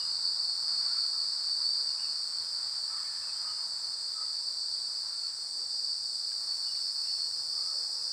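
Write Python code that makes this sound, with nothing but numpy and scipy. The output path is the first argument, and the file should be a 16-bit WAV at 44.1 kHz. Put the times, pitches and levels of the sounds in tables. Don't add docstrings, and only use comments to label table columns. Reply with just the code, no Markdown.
import sys
import numpy as np
from scipy import signal
from scipy.fft import rfft, irfft, next_fast_len
from scipy.io import wavfile
from scipy.ndimage import map_coordinates

SR = 44100
rng = np.random.default_rng(int(sys.argv[2]) if len(sys.argv) > 2 else 0)


def generate_wav(sig):
    pcm = np.round(np.clip(np.atleast_2d(sig).T, -1, 1) * 32767).astype(np.int16)
    wavfile.write(sys.argv[1], SR, pcm)


def gain_from_decibels(decibels):
    exponent = np.asarray(decibels, float) / 20
    return 10 ** exponent


N = 358091

# [t/s, stroke rate/Hz]
STROKE_RATE = [(0, 75.1), (1, 75.05), (2.1, 74.94), (3, 74.8), (3.7, 74.87), (4.5, 74.75), (6, 74.82),
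               (6.9, 74.53), (8.2, 74.48)]


def rms_one(x):
    return x / np.sqrt(np.mean(x ** 2) + 1e-20)


def drift(rate):
    r = np.exp(-80 * np.pi * rate / SR)
    noise = rng.standard_normal(N // 40 + 2002)
    slow = signal.lfilter([1], [1, -2 * r, r * r], noise)[2000:]
    return np.interp(np.arange(N) / 40, np.arange(len(slow)), rms_one(slow))


def coloured(x, spectrum, level_db, controls, follows, patchy_db):
    size = next_fast_len(N)
    log_hz = np.log(np.arange(size // 2 + 1) * SR / size + 1)
    points = np.array(spectrum)
    shaped = rfft(x, size) * gain_from_decibels(np.interp(log_hz, np.log(points[:, 0]), points[:, 1]))
    scale = gain_from_decibels(level_db) / np.std(irfft(shaped, size)[:N])

    s, *columns = np.transpose(controls)
    swings = np.array([np.interp(np.arange(N) / SR, s, c) for c in columns])
    swings = swings - swings.mean(axis=1, keepdims=True)

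    out = np.zeros(N)
    centres = np.array(follows)[:, 0]
    for share, (_, *pull) in zip(np.eye(len(centres)), follows):
        region = irfft(shaped * np.interp(log_hz, np.log(centres), share), size)[:N]
        out += region * gain_from_decibels(pull @ swings + patchy_db * drift(14.5))
    return scale * out


def stroke_count():
    s, per_s = np.transpose(STROKE_RATE)
    return np.cumsum(np.interp(np.arange(N) / SR, s, per_s)) / SR


def buckles(memory, fresh_db):
    size = 588
    settle = .176
    place = size * stroke_count()
    fresh = rng.standard_normal((int(place[-1] / size) + 40, size))
    turn = 2 * np.pi * np.arange(size) / size
    fresh = fresh * (1 + .3 * np.cos(5 * turn) + .3 * np.cos(6 * turn))
    kept = signal.lfilter([np.sqrt(1 - memory ** 2)], [1, -memory], fresh, axis=0).ravel()
    late = np.roll(fresh.ravel(), round((settle - 1) * size))
    return map_coordinates(kept - gain_from_decibels(fresh_db) * late, [place + 30 * size], order=3)


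def foliage(x, t60, count):
    tail = np.arange(SR // 20) / SR
    echoes = rng.standard_normal((count, len(tail))) * gain_from_decibels(-60 * tail / t60)
    turn = np.linspace(0, count - 1, N)
    out = np.zeros(N)
    for k, echo in enumerate(echoes):
        blend = np.cos(np.pi / 2 * np.clip(turn - k, -1, 1))
        out += blend * rms_one(signal.fftconvolve(x, echo)[:N])
    return out


def lines(rough, flicker_db):
    # [t/s, length/s, multiple of the stroke rate, level/dB]
    standing = [(-.3, 1, 60.1, -46), (-.3, 1, 61.25, -46), (-.3, 1.6, 58.2, -47), (-.3, 2.8, 59, -43),
                (-.3, 1.6, 63.95, -47.5), (-.3, 1.9, 65, -43.5), (-.3, 1.6, 67.1, -54),
                (.55, 1.55, 61.85, -43.5), (1.13, 2.95, 61.08, -44.5), (1.18, 1.15, 68, -52),
                (1.5, 4.2, 59.97, -46), (1.57, 3, 65, -47), (1.76, 2.35, 67.2, -49),
                (2.57, 1.75, 58.55, -49), (2.6, 1.85, 63.95, -48), (3.2, 1, 59, -49.5),
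                (4.3, 1, 62.25, -47), (4.36, 1.35, 66.05, -50), (4.5, 1.9, 61.3, -45),
                (4.9, 2.3, 59.2, -47.5), (5, 1, 64.05, -51), (5.57, 1, 65, -47.5), (6.24, 2.15, 60, -43),
                (6.3, 2, 59, -45), (6.6, 1.7, 71, -51.5), (6.9, 1.05, 64, -48), (7.14, 1.25, 66, -46.5),
                (7.28, 1.1, 65, -47), (7.35, 1, 65.45, -48), (7.45, .8, 66.75, -48)]
    # [multiple of the stroke rate, level/dB]
    flanks = [(47, -77), (48, -73), (55, -61.5), (71, -60), (72.05, -61), (73.05, -63), (76, -65),
              (77, -66)]
    t = np.arange(N) / SR
    turn = 2 * np.pi * stroke_count()
    shake = 1 - rough + rough * (drift(5) + 1j * drift(5))
    out = np.zeros(N)
    for (start, length, multiple, db), shift in zip(standing, rng.integers(0, N, len(standing))):
        at = np.arange(max(round(start * SR), 0), min(round((start + length) * SR), N))
        fade = np.clip(3 * np.sin(np.pi * (t[at] - start) / length), 0, 1)
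        tone = np.imag(shake[(at + shift) % N] * np.exp(1j * (multiple * turn[at] + shift)))
        out[at] += gain_from_decibels(db) * fade * rms_one(tone)
    for multiple, db in flanks:
        level = gain_from_decibels(db + 1 + flicker_db * drift(.4))
        out += level * np.sin(multiple * turn + .4 * drift(5))
    return out


def cicadas():
    # [f/Hz, density/dB per Hz]
    body = [(1880, -71.5), (3200, -53), (3360, -46), (3530, -27.5), (3800, -24), (3930, -24), (4180, -12),
            (4270, -8), (4330, -4.5), (4530, 3), (4960, -2.5), (5260, -11), (5900, -21), (6210, -52),
            (6600, -28.5), (8580, -53.5), (14500, -120)]
    # [t/s, level/dB, turn towards the brighter side/dB]
    drone = [(0, -34, -1), (.4, -32, -1.5), (.65, -33.5, 0), (.9, -30.5, 0), (1.15, -33.5, -0.5),
             (1.5, -32.5, -0.5), (1.8, -31, -1), (1.95, -35, 2), (2.4, -35, 0), (3.4, -36.5, 0.5),
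             (4.2, -35, -0.5), (4.7, -33.5, 0.5), (5.35, -38, -1), (5.9, -33.5, 2), (6.35, -34.5, 1),
             (6.85, -33, 2), (7.8, -36, 3.5), (8.12, -35, 4.5)]
    # [f/Hz, share of level, share of turn]
    drone_follows = [(3800, 0.72, -.8), (4500, 1.5, -.6), (5000, 0.68, .6), (5600, .3, 1.2)]
    clear = buckles(memory=.6, fresh_db=-2.5)
    scattered = gain_from_decibels(-9) * foliage(clear, t60=.12, count=5)
    neighbours = gain_from_decibels(3.0) * rng.standard_normal(N)
    steady = gain_from_decibels(.7) * lines(rough=.3, flicker_db=3.5)
    flat = clear + scattered + neighbours
    return coloured(flat, body, -36, drone, drone_follows, patchy_db=-0.47) + steady


def chorus():
    # [f/Hz, density/dB per Hz]
    hiss = [(3530, -38), (6000, -7), (6300, -12.5), (6670, -14), (7060, -10.5), (7740, 1.5), (8200, 2.5),
            (8920, -3.5), (11200, -31), (12900, -33.5), (14900, -21), (15800, -23)]
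    # [t/s, clearness/dB]
    clearness = [(0.0, -72.5), (0.04, -72.5), (2.37, -72.5), (3.53, -73), (5.88, -73.5), (6.51, -70.5),
                 (8.12, -71)]
    # [f/Hz, share of clearness]
    chorus_follows = [(8000, .1), (11000, 1.5), (14500, 1.2)]
    return coloured(rng.standard_normal(N), hiss, -48.5, clearness, chorus_follows, patchy_db=0.08)


def field():
    # [f/Hz, density/dB per Hz]
    leaves = [(200, -39), (340, -15.5), (371, -12.5), (409, -6), (641, -6), (834, -1.5), (1190, 0.5),
              (1290, -1), (1400, -0.5), (2010, -7.5), (2370, -12), (2770, -14.5), (2990, -17), (3370, -12),
              (3500, -22.5), (4550, -23), (7700, -120)]
    ground = [(15, -45), (25, -24.5), (92, 2.5), (114, -2), (152, -3.5), (204, -7), (259, -9.5), (340, -12),
              (440, -38), (750, -120)]
    # [t/s, breeze/dB, rustle/dB]
    air = [(0.0, -56, 0), (0.45, -58, -2), (0.88, -54.5, 2), (1.08, -58, 0.5), (2.49, -57.5, 0.5),
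           (3.01, -58, 2.5), (3.57, -56.5, 1), (3.93, -59, 0), (4.27, -59.5, 0), (4.68, -62, -1.5),
           (5.11, -60.5, 2), (5.59, -62, -1), (6.22, -63.5, 1), (6.49, -59.5, 0), (6.94, -62, 1.5),
           (7.55, -60.5, -2), (7.69, -59.5, -0.5), (8.12, -59, -2)]
    # [f/Hz, share of breeze, share of rustle]
    air_follows = [(350, 0.66, -.3), (450, 0.18, -1.1), (1200, 1.16, .1), (2400, 0.65, .9)]
    murmur = coloured(rng.standard_normal(N), leaves, -58.5, air, air_follows, patchy_db=1.1)
    rumble = coloured(rng.standard_normal(N), ground, -73, air, air_follows[:2], patchy_db=1.1)
    return murmur + rumble


def motor():
    # [t/s, level/dB]
    hum = [(0, -67), (.3, -77.5), (.7, -71), (2.2, -81), (5.2, -82), (6, -75), (6.6, -83.5), (7.3, -75),
           (8.12, -78)]
    hum_hz = 107.2
    t = np.arange(N) / SR
    db = np.interp(t, *np.transpose(hum))
    hum_db = db + 1.5 + 2.5 * drift(5)
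    octave_db = -80 + .3 * (db - db.mean()) + 3.0 * drift(2.2)
    out = np.zeros(N)
    for k, level in enumerate([hum_db, octave_db], start=1):
        out += gain_from_decibels(level) * np.sin(2 * np.pi * k * hum_hz * t + 1.3 / k * drift(3.6))
    return out


def calls(rows, rasp_hz, edge, echo_db):
    out = np.zeros(N)
    low_pass = signal.butter(2, rasp_hz, fs=SR, output="sos")
    rasp = rms_one(signal.sosfilt(low_pass, rng.standard_normal((2, N))))
    for (s, length, start_hz, end_hz, db, rough), shift in zip(rows, rng.integers(0, N, len(rows))):
        at = np.arange(max(round(s * SR), 0), min(round((s + length) * SR), N))
        u = np.clip((at / SR - s) / length, 0, 1)
        phase = 2 * np.pi * np.cumsum(start_hz + (end_hz - start_hz) * u) / SR
        rough = np.clip(rough, 0, 1)
        even, odd = rasp[:, (at + shift) % N]
        tone = (1 - rough + rough * even) * np.sin(phase) + rough * odd * np.cos(phase)
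        out[at] += gain_from_decibels(db) * np.minimum(edge * np.sin(np.pi * u), 1) * rms_one(tone)
    tail = np.arange(SR // 2) / SR
    trees = rng.standard_normal(len(tail)) * gain_from_decibels(-60 * tail / 0.54)
    return out + gain_from_decibels(echo_db) * signal.fftconvolve(out, trees / np.linalg.norm(trees))[:N]


def birds():
    # [t/s, length/s, start f/Hz, end f/Hz, level/dB]
    chirps = [(-.04, 0.11, 2950, 2830, -60), (1.87, .073, 2720, 2860, -68), (1.97, .039, 2560, 2590, -63),
              (1.98, 0.075, 2800, 2920, -61), (2.03, 0.053, 2700, 2580, -61),
              (3.04, 0.051, 2170, 2150, -62.5), (3.215, .045, 2630, 2690, -63),
              (3.27, .055, 2560, 2594, -63), (3.33, 0.091, 3000, 3340, -70),
              (3.46, 0.077, 3010, 2920, -64.5), (4.73, 0.048, 3430, 3280, -68),
              (5.21, .07, 2670, 2630, -74), (6.645, 0.11, 2910, 2850, -64), (6.66, .03, 3750, 3280, -66),
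              (7.025, .03, 2450, 2750, -68), (7.045, .075, 2750, 2710, -64), (7.1, .03, 2850, 3200, -69),
              (7.12, .12, 2720, 2750, -72), (7.25, .035, 2900, 3100, -71), (7.58, .05, 2150, 2050, -69),
              (7.98, 0.09, 2650, 2670, -74)]
    return calls([(*row, .3) for row in chirps], rasp_hz=100, edge=1.1, echo_db=-4)


def crows():
    # [t/s, length/s, f/Hz, level/dB, roughness (0 clear to 1 hoarse)]
    caws = [
        (0.642, 0.094, 1243, -60.5, .8),
        (0.808, 0.29, 1400, -57.5, 3),
        (1.14, 0.057, 1264, -59, 1),
        (2.889, 0.16, 1255, -54.5, 2.5),
        (3.435, .1, 1260, -51, .2),
        (4.136, 0.12, 1300, -54.5, .3),
        (4.165, 0.072, 1225, -54.5, .3),
        (4.197, 0.084, 1990, -71, .99),
        (5.089, 0.12, 1383, -65, 0.1),
        (5.22, 0.065, 1376, -61.5, -0.8),
    ]
    sag = .015
    rows = [(s, length, hz, hz * (1 - sag), db, rough) for s, length, hz, db, rough in caws]
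    return calls(rows, rasp_hz=80, edge=1.5, echo_db=-8)


def crickets():
    # [t/s, length/s, start f/Hz, end f/Hz, level/dB]
    held = [
        (2.2, 1.2, 3142, 3138, -79),
        (2.25, .8, 3212, 3208, -79),
        (7.25, .5, 3130, 3125, -81),
        (3.1, .75, 946, 932, -69),
        (4.3, .87, 980, 978, -72),
        (6.2, .6, 525, 525, -78),
        (7.3, 1, 525, 527, -72),
    ]
    return calls([(*row, .5) for row in held], rasp_hz=14, edge=2, echo_db=-30)


def lowing():
    # [t/s, length/s, start f/Hz, end f/Hz, level/dB]
    drawn = [
        (2.85, .46, 1756, 1746, -64),
        (5.485, 0.25, 300, 519, -70.5),
        (7.499, 0.3, 1140, 1276, -60),
        (7.7, .14, 564, 504, -63),
    ]
    return calls([(*row, .7) for row in drawn], rasp_hz=80, edge=1.5, echo_db=-8)


def ticks():
    # [t/s, f/Hz, ring level/dB, ring t60/s, crack level/dB]
    snaps = [
        (6.316, 1600, -45, .045, -49),
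        (6.753, 3200, -54, .008, -45),
        (6.82, 1300, -54, .02, -55),
    ]
    out = np.zeros(N)
    t = np.arange(2000) / SR
    for s, hz, ring_db, t60, crack_db in snaps:
        noise = rng.standard_normal(len(t))
        crack = rms_one(signal.lfilter([1, -1], [1, -1.6, .72], noise)) * gain_from_decibels(-60 * t / .015)
        ring = np.sin(2 * np.pi * hz * t) * gain_from_decibels(-60 * t / t60) * np.minimum(t / .004, 1)
        at = round(s * SR)
        out[at:at + len(t)] += gain_from_decibels(ring_db) * ring + gain_from_decibels(crack_db) * crack
    return out


def scene():
    steady = cicadas() + chorus() + field() + motor()
    animals = birds() + crows() + crickets() + lowing()
    return (steady + animals + ticks())[None]


def band_limit(x):
    return signal.sosfilt(signal.butter(12, 16620, fs=SR, output="sos"), x)


def record(dry):
    low_cut = signal.butter(1, 55, "high", fs=SR, output="sos")
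    top_cut = signal.ellip(12, .3, 70, 15560, fs=SR, output="sos")
    mix = signal.sosfilt(np.vstack([low_cut, top_cut]), dry)
    return band_limit(mix)


dry = scene()
out = record(dry)
generate_wav(out)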